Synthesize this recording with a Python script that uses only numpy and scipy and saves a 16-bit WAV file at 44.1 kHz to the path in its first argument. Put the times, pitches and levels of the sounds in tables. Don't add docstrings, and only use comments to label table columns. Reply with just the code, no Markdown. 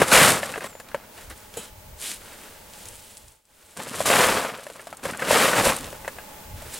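import sys
import numpy as np
from scipy import signal
from scipy.fft import rfft, irfft, next_fast_len
from scipy.io import wavfile
from scipy.ndimage import map_coordinates

SR = 44100
rng = np.random.default_rng(int(sys.argv[2]) if len(sys.argv) > 2 else 0)


def to_wav(s):
    ch = np.atleast_2d(s).T
    pcm = np.round(np.clip(ch, -1, 1) * 32767)
    wavfile.write(sys.argv[1], SR, pcm.astype(np.int16))


N = 299439

# (frequency [Hz], density [dB])
STALK_SPECTRUM = [(200, -63.5), (1200, -10.5), (3000, 0), (4500, -2), (6000, -3.5), (7600, 1), (9500, 0.5),
                  (11500, -4), (13500, -9), (16000, -22)]
CRUNCH_SPECTRUM = [(60, -13), (200, 1), (500, 4), (900, -2), (1500, 3), (2600, -3.5), (4000, -6.5),
                   (8000, -14)]
GUST_SPECTRUM = [(20, -10), (45, 2.5), (85, 2.5), (130, -3.5), (220, -25.5), (500, -51.5)]
# (time [s], level [dB], frequency [Hz])
WIND_PUFFS = [(1.283, -42, 65.5), (1.77, -43.5, 80), (1.921, -40.5, 50), (2.895, -41.5, 54.7),
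              (3.246, -47.5, 60), (5.66, -31.5, 50), (5.84, -38.5, 65), (6.538, -29, 90), (6.659, -38, 65)]
# (time [s], level [dB])
BACKGROUND_GAIN = [(0, -2.5), (2.9, 0), (3.15, -5), (3.7, -9.5), (3.95, -16), (4.9, -7.5), (5.9, 3),
                   (6.79, 3.5)]


def slide(rasp_db=-2, billow_db=-17):
    # (frequency [Hz], density [dB])
    weight_spectrum = [(20, -40), (60, -14), (110, -4), (160, -3), (220, 0), (300, -4), (450, -15),
                       (900, -45)]
    rub_spectrum = [(50, -64.5), (170, -17), (330, -9.5), (520, 0.5), (680, -3), (850, -4.5), (1150, -3),
                    (1700, -6.5), (2700, -11), (3600, -16), (5000, -19.5), (9000, -29)]
    rasp_spectrum = [(100, -69.5), (600, -26.5), (1300, 2), (1750, 2), (2900, -2.5), (3700, -10.5),
                     (6000, -31)]
    fabric_db, stalk_db, weight_db = slide_levels()
    billow = amp(weight_db + billow_db) * unit(stereo(colour(rng.standard_normal((2, N)), GUST_SPECTRUM)))
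    thump = crackle(weight_spectrum, rate_hz=300, spread_db=1, rub_db=-8, clump_db=1, clump_hz=40)
    rush = crackle(rub_spectrum, rate_hz=1800, spread_db=2.5, rub_db=-4, clump_db=1.7, clump_hz=80)
    trickle = crackle(rub_spectrum, rate_hz=700, spread_db=1.5, rub_db=-4, clump_db=3, clump_hz=70)
    rasp = crackle(rasp_spectrum, rate_hz=1700, spread_db=3, rub_db=2, clump_db=3, clump_hz=180)
    fizz = crackle(STALK_SPECTRUM, rate_hz=2500, spread_db=3, rub_db=-3, clump_db=1.4, clump_hz=160)
    ticks = crackle(STALK_SPECTRUM, rate_hz=900, spread_db=4.5, rub_db=-5, clump_db=2.8, clump_hz=85)
    flow = np.clip((fabric_db + 41) / 20.5, 0, 1)
    speed = np.clip((fabric_db + 22.5) / 8, 0, 1)
    fabric = amp(fabric_db) * (blend(rush, trickle, flow) + speed * amp(rasp_db) * rasp)
    stalks = amp(stalk_db) * blend(fizz, ticks, flow)
    return billow + amp(weight_db) * thump + fabric + stalks


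def slide_levels(dull_db_per_s=9.5, settle_db_per_s=10.5):
    # (start [s], attack [s], hold [s], release [s], fabric [dB], stalk [dB], weight [dB])
    slides = [(0, 0.0015, .03, 0.04, -21.5, -29, -29.5), (0.043, 0.036, 0.061, .03, -29.5, -29, -38.5),
              (0.102, 0.031, 0.084, 0.19, -15, -15, -26), (0.419, .006, 0.017, .3, -34.5, -39, -47),
              (0.635, 0.011, 0.0087, 0.043, -35.5, -42, -49), (0.798, .06, 0.16, 0.14, -49.5, -66.5, -60),
              (3.759, 0.013, 0.13, 0.18, -40, -42, -47.5), (3.848, 0.17, .035, .04, -37.5, -31, -42),
              (4.053, .009, 0.023, 0.055, -22.5, -23, -34.5),
              (4.087, 0.038, 0.058, 0.35, -18.5, -23, -32.5), (4.543, 0.036, .05, 0.85, -47.5, -48, -59),
              (5.024, 0.013, .03, .12, -33.5, -37.5, -39.5), (5.134, .12, .04, .06, -29, -37.5, -42),
              (5.264, 0.051, .12, .19, -19, -23, -33.5), (5.526, 0.046, .02, .08, -20.5, -26, -32),
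              (5.607, 0.05, .015, 0.088, -20, -22.5, -32), (5.697, 0.036, 0.017, 0.26, -36, -37, -42),
              (5.928, 0.038, .1, 0.7, -50.5, -53.5, -59.5)]
    power = np.full((3, N), 1e-12)
    for start_s, attack_s, hold_s, release_s, fabric_db, stalk_db, weight_db in slides:
        gain = swell(start_s, attack_s, hold_s, release_s)
        on = gain > 1e-4
        age_s = np.flatnonzero(on) / SR - start_s
        power[0, on] += (gain[on] * amp(fabric_db)) ** 2
        power[1, on] += (gain[on] * amp(stalk_db - dull_db_per_s * age_s)) ** 2
        power[2, on] += (gain[on] * amp(weight_db + settle_db_per_s * age_s)) ** 2
    return 10 * np.log10(power)


def clods(crumble_s=0.0056, crumble_db=-22, rattle_db=-14, crackle_t60_s=0.054, contact_hz=2700,
          crease_hz=1617, crease_scatter=0.048, gain_db=-21):
    # (time [s], level [dB], hardness [dB], crackle [dB], drum pitch [Hz])
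    impacts = [(0.016, 1, -9.5, -14.5, 468), (0.116, -5.5, -3, -10, 659), (0.43, -13.5, -6.5, -23.5, 650),
               (0.538, -19.5, -1.5, -22.5, 436), (0.557, -19, -7.5, -26, 653),
               (0.576, -17.5, -10, -23, 427), (0.605, -24.5, -2, -10, 554),
               (0.641, -19.5, -9.5, -12.5, 590), (0.751, -28.5, -15, -17.5, 524),
               (0.798, -28, -5.5, -4.5, 590), (0.915, -33, -2, -21, 603), (0.944, -10.5, -16, -20.5, 537),
               (3.771, -30, -6, -11.5, 430), (4.003, -9, -25, -13, 600), (4.012, -15, -10, -7, 590),
               (4.055, -15.5, -10, -9.5, 695), (4.1, -5, -8, -20, 540), (4.205, -6, -29, -23.5, 570),
               (4.448, -13.5, -30, -14.5, 547), (4.584, -26.5, -11, -18.5, 563),
               (4.665, -22.5, -11, -13, 577), (4.699, -28, -22, -6.5, 570), (4.793, -27.5, -5.5, -20, 536),
               (4.869, -24.5, -15, -7.5, 685), (4.926, -23, -24, -13, 770), (5.052, -12, -11, -15, 560),
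               (5.094, -22.5, -7, -17.5, 600), (5.133, -21.5, -0.5, -16.5, 707),
               (5.146, -25, -5.5, -13, 680), (5.193, -20, -2, -11, 730), (5.22, -13.5, -5.5, -14.5, 530),
               (5.307, -5.5, -31, -22.5, 500), (5.325, -6.5, -14, -18.5, 564),
               (5.531, -9.5, -3.5, -19.5, 595), (5.584, -4.5, -24, -24, 486),
               (5.667, -6.5, -25, -14.5, 534), (5.927, -24.5, -26, -12.5, 540),
               (6.046, -26.5, -6, -17, 625), (6.077, -15, -8, -11.5, 535), (6.184, -25, -5.5, -16, 710),
               (6.62, -28, -25, -6, 593)]
    # (multiple of drum or pop pitch, width [Hz], level [dB])
    fabric_modes = [(.4, 121, -13), (1, 106.7, 4.5), (1.66, 70, -4.5), (2.3, 241, -20)]
    crease_modes = [(.8, 160, -4), (1, 119, 9.5), (1.2, 170, -2), (1.55, 198, -2.5)]
    out, t = np.zeros((2, N)), np.arange(4096) / SR
    soft_contact = signal.butter(4, contact_hz, fs=SR, output="sos")
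    for time_s, db, hard_db, crackle_db, drum_hz in impacts:
        pop_hz = crease_hz * np.exp(crease_scatter * rng.standard_normal())
        noise = rng.standard_normal((4, len(t)))
        force = amp([[crumble_db], [rattle_db]]) * noise[:2] * np.exp(-t / crumble_s)
        force[:, 0] -= 1
        force = signal.sosfilt(soft_contact, force)
        drum = resonate(force[0], [(k * drum_hz, width, level) for k, width, level in fabric_modes])
        pop = resonate(force[1], [(k * pop_hz, width, level) for k, width, level in crease_modes])
        pop_share = np.clip(2 * amp(hard_db) ** 2, 0, .9)
        knock = blend(unit(pop), unit(drum), pop_share)
        burst = noise[2:] * amp(-60 * t / crackle_t60_s)
        straw = amp(crackle_db) * unit(stereo(colour(burst, STALK_SPECTRUM)))
        add(out, time_s + .0015, amp(db + gain_db) * (knock + straw))
    return out


def pan_bag(x):
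    # (frequency [Hz], phase [rad])
    balance = [(100, -0.5), (380, -0.5), (700, 2.5), (1300, 1.5), (4400, -0.5), (8000, 1.5), (14000, -0.4)]
    lead = [(0, 0.016), (6370, 0.0066), (7670, 0.3), (16100, 0.1)]
    sides = np.array([[.5], [-.5]])
    return filtered(x, lambda hz: amp(sides * along(balance, hz)) * np.exp(1j * sides * along(lead, hz)))


def heap(ticks_db=-8):
    # (start [s], attack [s], hold [s], release [s], crunch [dB], stalk [dB])
    strokes = [(1.067, 0.13, 0.022, 0.099, -48, -50.5), (1.294, .012, .008, .03, -37, -49.5),
               (1.335, 0.027, .005, 0.25, -52, -55), (1.513, 0.035, .09, 0.083, -48.5, -48),
               (1.98, .05, 0.073, 0.086, -44.5, -33.5), (2.08, 0.18, .16, 0.31, -48.5, -51),
               (2.611, 0.16, 0.025, 0.27, -52.5, -48), (2.8, 0.08, 0.0296, 0.74, -58, -49),
               (3.304, 0.55, .1, 0.16, -53.5, -52.5), (6.54, 0.044, 0.076, .1, -47, -52),
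               (6.673, 0.075, .05, .1, -45, -38)]
    # (frequency [Hz], density [dB])
    straw_spectrum = [(2000, -23), (5000, -14), (8000, 2), (10500, 0.5), (12500, -13), (16000, -24)]
    power = sum(np.outer(amp([crunch_db, stalk_db]), swell(*timing_s)) ** 2
                for *timing_s, crunch_db, stalk_db in strokes)
    push, tear = np.sqrt(power)
    crunch = crackle(CRUNCH_SPECTRUM, rate_hz=1100, spread_db=3.5, rub_db=2.5, clump_db=2, clump_hz=70)
    swish = crackle(STALK_SPECTRUM, rate_hz=2200, spread_db=3, rub_db=3, clump_db=1.1, clump_hz=64)
    ticks = crackle(straw_spectrum, rate_hz=70, spread_db=3, rub_db=-15, clump_db=1.5, clump_hz=30)
    return push * crunch + tear * (swish + amp(ticks_db) * ticks)


def snaps(width_hz=4500, gain_db=-22, splinter_db=-13, splinter_t60_s=0.026):
    # (time [s], level [dB], pitch [Hz])
    breaks = [(0.8862, -33.5, 2970), (1.2994, -30, 9030), (1.375, -34.5, 8240), (1.539, -32, 3100),
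              (2.1146, -19.5, 3040), (2.7347, -31.5, 4100), (2.8548, -28, 6800), (2.885, -25, 8370),
              (2.954, -29, 8510), (3.169, -27, 5900), (3.1762, -29, 9700), (3.2807, -31, 7440),
              (3.3193, -37, 8150), (3.453, -36, 7260), (3.7714, -23, 8140), (3.834, -27, 8370),
              (3.956, -22, 8700), (4.814, -33, 8730), (4.9693, -28.5, 7700), (5.109, -26, 9400),
              (5.1724, -24.5, 8970), (5.7637, -15, 9320), (5.8427, -25.5, 4300)]
    out, t = np.zeros((2, N)), np.arange(2048) / SR
    for time_s, db, hz in breaks:
        force = amp(splinter_db - 60 * t / splinter_t60_s) * rng.standard_normal((2, len(t)))
        force[:, 0] += 1
        snap = colour(resonate(force, [(hz, width_hz, 0)]), STALK_SPECTRUM)
        add(out, time_s + .001, amp(db + gain_db) * unit(snap))
    return stereo(out)


def tines(time_s=1.572, gain_db=-38, rise_s=0.0022, blur_hz=90, scrape_db=-2, scrape_t60_s=.06):
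    # (frequency [Hz], level [dB], t60 [s])
    steel_modes = [(192, 1.5, 0.17), (463, 6, 0.11), (1486, -14, 0.17), (2600, -8.5, .25),
                   (3100, -4.5, 0.32), (3940, -9, 0.38), (6830, 0.5, 0.14), (7200, -10.5, .2),
                   (7940, -3, .22), (9350, -2.5, 0.21), (10970, -2, 0.18), (13720, -10.5, .2)]
    ring, t = np.zeros((2, N)), np.arange(N) / SR - time_s
    near = abs(t - .15) < .25
    t = t[near]
    fade = lambda t60_s: amp(-60 * np.maximum(t, 0) / t60_s) * np.exp(np.minimum(t, 0) / rise_s)
    for hz, db, t60_s in steel_modes:
        shiver = unit(resonate(rng.standard_normal((2, len(t))), [(hz, blur_hz + hz / 150, 0)]))
        ring[:, near] += amp(db) * shiver * fade(t60_s)
    grit = unit(colour(rng.laplace(size=(2, len(t))), CRUNCH_SPECTRUM))
    ring[:, near] += amp(scrape_db) * grit * fade(scrape_t60_s)
    return amp(gain_db) * stereo(ring)


def bird(start_s=.655, level_db=-51, start_hz=8150, end_hz=7150, fall_s=.045, waver_hz=80):
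    age_s = np.maximum(np.arange(N) / SR - start_s, 0)
    hz = end_hz + (start_hz - end_hz) * np.exp(-(age_s / fall_s) ** 2) + waver_hz * wobble(180)
    gain = swell(start_s, attack_s=0.036, hold_s=.05, release_s=.13) * amp(level_db + 2.5 * wobble(91))
    return gain * np.sin(2 * np.pi * np.cumsum(hz) / SR)


def puffs(rise_s=0.011):
    out, t = np.zeros(N), np.arange(8192) / SR
    envelope = (t / rise_s * np.exp(1 - t / rise_s)) ** 2
    for time_s, db, hz in WIND_PUFFS:
        add(out, time_s, amp(db) * envelope * np.sin(2 * np.pi * (hz * t + rng.random())))
    return out


def wind(breeze_db=-58, gust_db=-9, gust_s=0.062):
    t = np.arange(N) / SR
    rumble = stereo(colour(rng.standard_normal((2, N)), GUST_SPECTRUM))
    buffets = unit(rumble * amp(1.9 * wobble(22)))
    gusts = sum(amp(db + gust_db) * np.exp(-((t - time_s) / gust_s) ** 2) for time_s, db, _ in WIND_PUFFS)
    return (amp(curve(BACKGROUND_GAIN) + breeze_db) + gusts) * buffets


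def open_air(hiss_db=-47.5, hum_db=-53):
    # (frequency [Hz], density [dB])
    air_spectrum = [(30, 3), (100, -10), (200, 1.5), (330, -5.5), (500, -0.5), (750, -6), (1300, -8),
                    (2200, -8), (4000, -12), (8000, -12), (12000, -14), (16000, -10)]
    # (frequency [Hz], width [Hz], level [dB])
    hum_modes = [(610, 70, -4.5), (855, 49, 0)]
    # (frequency [Hz], left-right correlation)
    diffuse = [(60, 0.85), (200, 0.83), (400, 0.49), (1300, 0.18), (4000, 0.26), (8000, 0.55),
               (14000, 0.96)]
    hiss_gain = amp(hiss_db + .4 * wobble(14))
    hiss = unit(stereo(colour(rng.standard_normal((2, N)), air_spectrum), diffuse))
    hum_gain = amp(hum_db + 1.8 * wobble(6))
    hum = unit(stereo(resonate(rng.standard_normal((2, N)), hum_modes), diffuse))
    return amp(curve(BACKGROUND_GAIN)) * (hiss_gain * hiss + hum_gain * hum)


def crackle(spectrum, rate_hz, spread_db, rub_db, clump_db, clump_hz):
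    breaks = rng.random(N) < rate_hz / SR
    sizes = amp(spread_db * np.minimum(rng.exponential(size=N), 3))
    grains = unit(breaks * sizes * rng.choice([-1, 1], (2, N)))
    rubbing = amp(rub_db) * rng.standard_normal((2, N))
    force = (grains + rubbing) * amp(clump_db * wobble(clump_hz))
    return unit(stereo(colour(force, spectrum)))


def swell(start_s, attack_s, hold_s, release_s, rise_bend=1.47, fall_bend=1.85):
    t = np.arange(N) / SR - start_s
    early = np.clip(1 - t / attack_s, 0, 10)
    late = np.clip((t - attack_s - hold_s) / release_s, 0, 10)
    return 10 ** -(early ** rise_bend + late ** fall_bend)


def amp(db):
    return 10 ** (np.asarray(db) / 20)


def unit(x):
    return x / np.sqrt(np.mean(x ** 2) + 1e-20)


def blend(a, b, share_a):
    return np.sqrt(share_a) * a + np.sqrt(1 - share_a) * b


def along(points, hz):
    knots_hz, values = np.transpose(points)
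    return np.interp(np.log(hz + 1), np.log(knots_hz + 1), values)


def curve(points):
    return np.interp(np.arange(N) / SR, *np.transpose(points))


def wobble(rate_hz):
    return map_coordinates(rng.standard_normal(8192), [np.arange(N) * rate_hz / SR], mode="wrap")


def filtered(x, response):
    n = x.shape[-1]
    padded = next_fast_len(n + 4096)
    return irfft(rfft(x, padded) * response(np.fft.rfftfreq(padded, 1 / SR)), padded)[..., :n]


def colour(x, spectrum):
    return filtered(x, lambda hz: amp(along(spectrum, hz)))


def resonate(x, modes):
    return filtered(x, lambda hz: sum(amp(db) * 1j * hz * width / (centre**2 - hz**2 + 1j * hz * width)
                                      for centre, width, db in modes))


def stereo(pair, correlation=None):
    # (frequency [Hz], left-right correlation)
    rustling = [(60, .93), (200, .97), (700, .985), (2500, .988), (4500, .98), (8000, .92), (14000, .8)]
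    angle = lambda hz: np.arccos(np.clip(along(correlation or rustling, hz), -1, 1)) / 2
    mid, side = filtered(pair, lambda hz: np.array([np.cos(angle(hz)), np.sin(angle(hz))]))
    return np.array([mid + side, mid - side])


def add(track, time_s, sound):
    part = track[..., max(round(time_s * SR), 0):][..., :sound.shape[-1]]
    part += sound[..., :part.shape[-1]]


def scene(dip_s=3.43, dip_db=-16.5, dip_width_s=0.082):
    dip = amp(dip_db * np.exp(-np.abs(np.arange(N) / SR - dip_s) / dip_width_s))
    bag = pan_bag(slide() + clods())
    return dip * (bag + heap() + snaps() + tines() + bird() + open_air() + wind() + puffs())


def record(dry):
    limit_hz = 15950
    rounded = dry / (1 + np.abs(dry) ** 6) ** (1 / 6)
    return filtered(rounded, lambda hz: hz < limit_hz)


dry = scene()
out = record(dry)
to_wav(out)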